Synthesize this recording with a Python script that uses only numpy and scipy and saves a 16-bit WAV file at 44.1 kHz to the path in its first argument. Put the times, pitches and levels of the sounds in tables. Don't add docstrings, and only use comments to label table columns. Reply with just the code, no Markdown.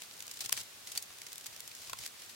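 import sys
import numpy as np
from scipy import signal
from scipy.fft import rfft, irfft, next_fast_len
from scipy.io import wavfile
from scipy.ndimage import map_coordinates

SR = 44100
rng = np.random.default_rng(int(sys.argv[2]) if len(sys.argv) > 2 else 0)


def inscribe(sig):
    pcm = np.round(np.clip(np.atleast_2d(sig).T, -1, 1) * 32767)
    wavfile.write(sys.argv[1], SR, pcm.astype(np.int16))


N = 103635
TIME_S = np.arange(N) / SR
CONTACT_S = np.arange(-SR // 100, SR // 16) / SR
AFTER_S = np.maximum(CONTACT_S, 0)
NEAR_CORRELATION = 0.28


def amp(db):
    return 10 ** (np.asarray(db) / 20)


def unit_rms(x):
    return x / np.sqrt(np.mean(x ** 2) + 1e-20)


def fixed_energy(x):
    return unit_rms(x) * np.sqrt(0.002 * SR / x.shape[-1])


def filtered(x, response):
    n = x.shape[-1]
    size = next_fast_len(2 * n)
    return irfft(rfft(x, size) * response(np.fft.rfftfreq(size, 1 / SR)), size)[..., :n]


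def noise(n, spectrum, correlation=NEAR_CORRELATION, tilt_db=0):
    def gain(hz):
        points_hz, points_db = np.transpose(spectrum)
        db = np.interp(np.log(hz + 1), np.log(points_hz + 1), points_db)
        return amp(db + tilt_db * np.log2(hz / 5000 + 0.23))
    mid, side = filtered(rng.standard_normal((2, n)), gain)
    angle = np.arccos(correlation) / 2
    return unit_rms(np.cos(angle) * mid + np.sin(angle) * np.array([side, -side]))


def add(out, at_s, x):
    first = round((at_s + CONTACT_S[0]) * SR)
    lo, hi = max(first, 0), min(first + x.shape[-1], N)
    if hi > lo:
        out[:, lo:hi] += x[..., lo - first:hi - first]


def burst(t60_s, rise_s):
    return np.exp(np.minimum(CONTACT_S, 0) / rise_s) * amp(-60 * AFTER_S / t60_s)


def ringing(modes, spread_rad, pitch=1, tilt_db=0):
    out = np.zeros((2, len(CONTACT_S)))
    for hz, db, t60_s in modes:
        envelope = amp(db + tilt_db * np.log2(hz / 5000) - 60 * AFTER_S / t60_s)
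        phase = rng.normal(0, spread_rad, (2, 1))
        out += envelope * np.cos(2 * np.pi * hz * pitch * AFTER_S + phase)
    return out * (CONTACT_S >= 0)


# frequency in Hz, density in dB.
HISS_SPECTRUM = [(20, -15), (45, -15), (75, -4), (100, -1), (140, -3), (250, -3.5), (500, -2.5),
                 (1000, -2.5), (2000, -1), (4000, 0), (7000, -2), (10000, -5), (15500, -9.5)]


def hiss():
    return amp(-52) * noise(N, HISS_SPECTRUM, correlation=0.086)


def room(x, t60_s=0.13, level_db=-14.5):
    t = np.arange(SR // 3) / SR
    tail = rng.standard_normal((2, len(t))) * amp(-60 * t / t60_s)
    tail /= np.linalg.norm(tail[0])
    return amp(level_db) * signal.fftconvolve(x, tail, axes=1)[:, :N]


# frequency in Hz, density in dB.
BOOM_SPECTRUM = [(25, -22), (50, 2), (75, -9), (102, 8.5), (135, -0.5), (200, -12), (500, -25), (2000, -68)]
# centre in seconds, level in dB, Gaussian width in seconds.
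BOOM_SWELLS = [(0.452, -60.5, 0.016), (0.537, -58, 0.014), (.6, -64, .03), (.92, -69, 0.031),
               (1.02, -74, 0.036), (1.53, -75, .07), (1.8, -69.5, 0.014), (1.92, -62.5, 0.041),
               (2.01, -63.5, 0.022)]


def handling_booms():
    level = sum(amp(db) * np.exp(-((TIME_S - centre_s) / width_s) ** 2 / 2)
                for centre_s, db, width_s in BOOM_SWELLS)
    return level * noise(N, BOOM_SPECTRUM, correlation=0.11)


# frequency in Hz, density in dB.
RUSTLE_SPECTRUM = [(100, -17), (400, -10), (1200, -9.5), (2500, -3), (4500, 1.5), (7000, -1), (10000, -4),
                   (15500, -11)]
# start and end in seconds, start and end level in dB.
SLIDE_STROKES = [(.01, 0.048, -53.5, -54.5), (0.362, 0.382, -51, -54), (.409, 0.421, -43.5, -40),
                 (0.438, 0.45, -46, -39), (0.53, 0.558, -46, -49), (0.569, 0.614, -40, -42.5),
                 (0.866, 0.943, -54, -52), (.96, 0.988, -41, -53), (1.302, 1.33, -64, -47),
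                 (1.524, 1.535, -58, -50), (1.76, 1.887, -54, -51.5), (2.002, 2.063, -48, -44.5),
                 (2.195, 2.264, -55, -57), (2.296, 2.318, -49, -57)]


def curtain_slides(rise_s=0.0034, fall_s=0.0065, grain_db=2.5, grains_per_s=820):
    level = np.zeros(N)
    for start_s, end_s, start_db, end_db in SLIDE_STROKES:
        fade = np.exp(np.minimum(TIME_S - start_s, 0) / rise_s - np.maximum(TIME_S - end_s, 0) / fall_s)
        level += fade * amp(np.interp(TIME_S, [start_s, end_s], [start_db, end_db]))
    grain = map_coordinates(rng.standard_normal(N // 10), [TIME_S * grains_per_s], order=1)
    return level * unit_rms(noise(N, RUSTLE_SPECTRUM) * amp(grain_db * grain))


# frequency in Hz, density in dB.
PLASTIC_SPECTRUM = [(100, -23.5), (400, -17.5), (1200, -13.5), (2400, -3.5), (4500, 0), (7000, 1),
                    (10000, -3.5), (15500, -7)]


def plastic_tick(t60_s, tilt_db=0):
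    colour = noise(len(CONTACT_S), PLASTIC_SPECTRUM, tilt_db=tilt_db)
    return fixed_energy(colour * burst(t60_s, rise_s=0.001))


# time in seconds, level in dB, T60 in seconds, tilt in dB per octave.
CREASES = [(0.0203, -37.5, 0.02, -4), (0.1121, -44.5, 0.014, -7.5), (.194, -43, 0.027, 6),
           (0.2057, -36.5, 0.0085, -4), (0.2245, -37, 0.021, 1.5), (0.268, -39.5, 0.011, 7.5),
           (0.2801, -38.5, 0.011, -3), (0.2947, -45, 0.029, -3.5), (.3132, -34.5, 0.031, 0.5),
           (0.3398, -41, .04, 2), (0.3729, -41, 0.018, -1.5), (0.3925, -41, 0.0098, 0),
           (.4072, -29, 0.045, -1), (0.46, -30.5, .022, -1.5), (0.5387, -41, 0.015, -10),
           (.576, -31, 0.027, -3), (.635, -43.5, 0.014, 7), (0.8729, -36, 0.045, -1),
           (0.919, -34, 0.032, 0), (.953, -38, .014, -2), (.959, -41, 0.043, -8.5), (1.0247, -34, 0.034, 4),
           (1.1057, -48.5, .012, -10.5), (1.187, -46, 0.011, -3), (1.218, -38.5, 0.015, -3),
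           (1.267, -38, .03, -2.5), (1.3308, -36.5, 0.012, 5), (1.3579, -40, 0.0082, 2),
           (1.3814, -37, 0.011, 3), (1.411, -44, .016, 1), (1.442, -43.5, 0.028, -1),
           (1.4608, -39, 0.0044, -3), (1.465, -32.5, 0.038, 0.5), (1.564, -40.5, .013, -2),
           (1.6054, -35.5, 0.0074, 3), (1.6771, -37, 0.022, 3), (1.716, -43, 0.013, -6),
           (1.751, -40.5, .024, 0.5), (1.874, -44, .012, -3), (1.897, -35.5, 0.044, -1.5),
           (1.9323, -34, 0.017, 1), (1.9885, -36, 0.032, -0.5), (2.076, -39.5, 0.023, 0),
           (2.221, -42.5, 0.013, -3)]
HELD_SPANS = [(0, .65), (.85, 2.09), (2.181, 2.35)]


def curtain_crinkles(ticks_per_s=55, tick_db=-52, spread_db=3):
    out = np.zeros((2, N))
    for at_s, db, t60_s, tilt_db in CREASES:
        add(out, at_s, amp(db) * plastic_tick(t60_s, tilt_db))
    for start_s, end_s in HELD_SPANS:
        count = round(ticks_per_s * (end_s - start_s))
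        for at_s in rng.uniform(start_s, end_s, count):
            add(out, at_s, amp(rng.normal(tick_db, spread_db)) * plastic_tick(t60_s=0.014))
    return out


# frequency in Hz before the pitch factor, level in dB, T60 in seconds.
ROD_MODES = [(464, -12, 0.014), (790, -8.5, .012), (1120, -3, 0.02), (1440, -1.5, 0.011), (1930, -13, 0.01),
             (2800, -6, 0.011), (3990, 6, 0.005), (4670, 3.5, 0.0054), (7500, -6, 0.0069)]
# start in seconds, level in dB.
ROD_KNOCKS = [(0.4936, -42), (1.896, -43), (1.9319, -32)]


def rod_knocks(rise_s=0.0015):
    out = np.zeros((2, N))
    swell = 1 - np.exp(-AFTER_S / rise_s)
    for at_s, db in ROD_KNOCKS:
        tone = ringing(ROD_MODES, spread_rad=0.75, pitch=0.95)
        add(out, at_s, amp(db) * fixed_energy(tone * swell))
    return out


# frequency in Hz, level in dB, T60 in seconds.
NEIGHBOUR_MODES = [(2390, -20, 0.018), (3390, -10, 0.0085), (4460, 0.5, 0.014), (5280, -2.5, 0.0086),
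                   (5870, -9, 0.011), (8300, 1.5, 0.0082), (9140, -3, 0.011), (12470, -4, .006)]
# start in seconds, level in dB.
RING_CLACKS = [(0.976, -26.5)]


def ring_clacks(rise_s=0.0005, chatter_db=0.5):
    out = np.zeros((2, N))
    swell = 1 - np.exp(-AFTER_S / rise_s)
    for at_s, db in RING_CLACKS:
        tone = fixed_energy(ringing(NEIGHBOUR_MODES, spread_rad=0.76) * swell)
        chatter = amp(chatter_db) * plastic_tick(t60_s=0.03)
        add(out, at_s, amp(db) * (tone + chatter))
    return out


# frequency in Hz before the pitch factor, level in dB, T60 in seconds.
RING_MODES = [(1260, -1, 0.0059), (2410, 9, 0.005), (3360, 12.5, 0.0031), (4920, 12.5, 0.012),
              (6640, 5.5, 0.0062), (7150, 14, 0.0033), (9500, 4, 0.011), (11250, 8, 0.0049),
              (14000, 10, 0.007), (15100, 6, 0.0068)]
# time in seconds, level in dB, scrape and rattle in dB relative to the snap,
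# rattle T60 in seconds, pitch factor, mode tilt in dB per octave.
RING_SNAPS = [(0.4945, -37, -2, 5, 0.0097, 1.01, 0), (.5270, -19, -7.5, -19, 0.022, 0.99, -0.5),
              (2.0633, -36, -6.5, 2.5, 0.015, 1.05, -0.5)]


def ring_snaps(crack_db=17, scrape_s=0.0047, low_cut_hz=590):
    out = np.zeros((2, N))
    n = len(CONTACT_S)
    low_cut = signal.butter(2, low_cut_hz, "high", fs=SR, output="sos")
    lead_in = np.exp(-(2 * CONTACT_S / scrape_s + 1) ** 2)
    for at_s, db, scrape_db, rattle_db, rattle_t60_s, pitch, tilt_db in RING_SNAPS:
        crack = amp(crack_db) * noise(n, PLASTIC_SPECTRUM) * burst(t60_s=0.0065, rise_s=0.00027)
        tone = ringing(RING_MODES, spread_rad=1.0, pitch=pitch, tilt_db=tilt_db)
        snap = fixed_energy(signal.sosfilt(low_cut, tone + crack))
        scrape = amp(scrape_db) * fixed_energy(noise(n, PLASTIC_SPECTRUM) * lead_in)
        rattle = amp(rattle_db) * plastic_tick(rattle_t60_s, tilt_db / 2)
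        add(out, at_s, amp(db) * (scrape + snap + rattle))
    return out


def scene(left_lag_s=12e-6):
    background = hiss() + handling_booms()
    near = curtain_slides() + ring_snaps() + rod_knocks() + ring_clacks() + curtain_crinkles()
    delay_s = np.array([[0.5], [-0.5]]) * left_lag_s
    near = filtered(near, lambda hz: np.exp(-2j * np.pi * hz * delay_s))
    return background + near + room(near)


def record(dry, top_hz=16000):
    return filtered(dry, lambda hz: hz < top_hz)


dry = scene()
out = record(dry)
inscribe(out)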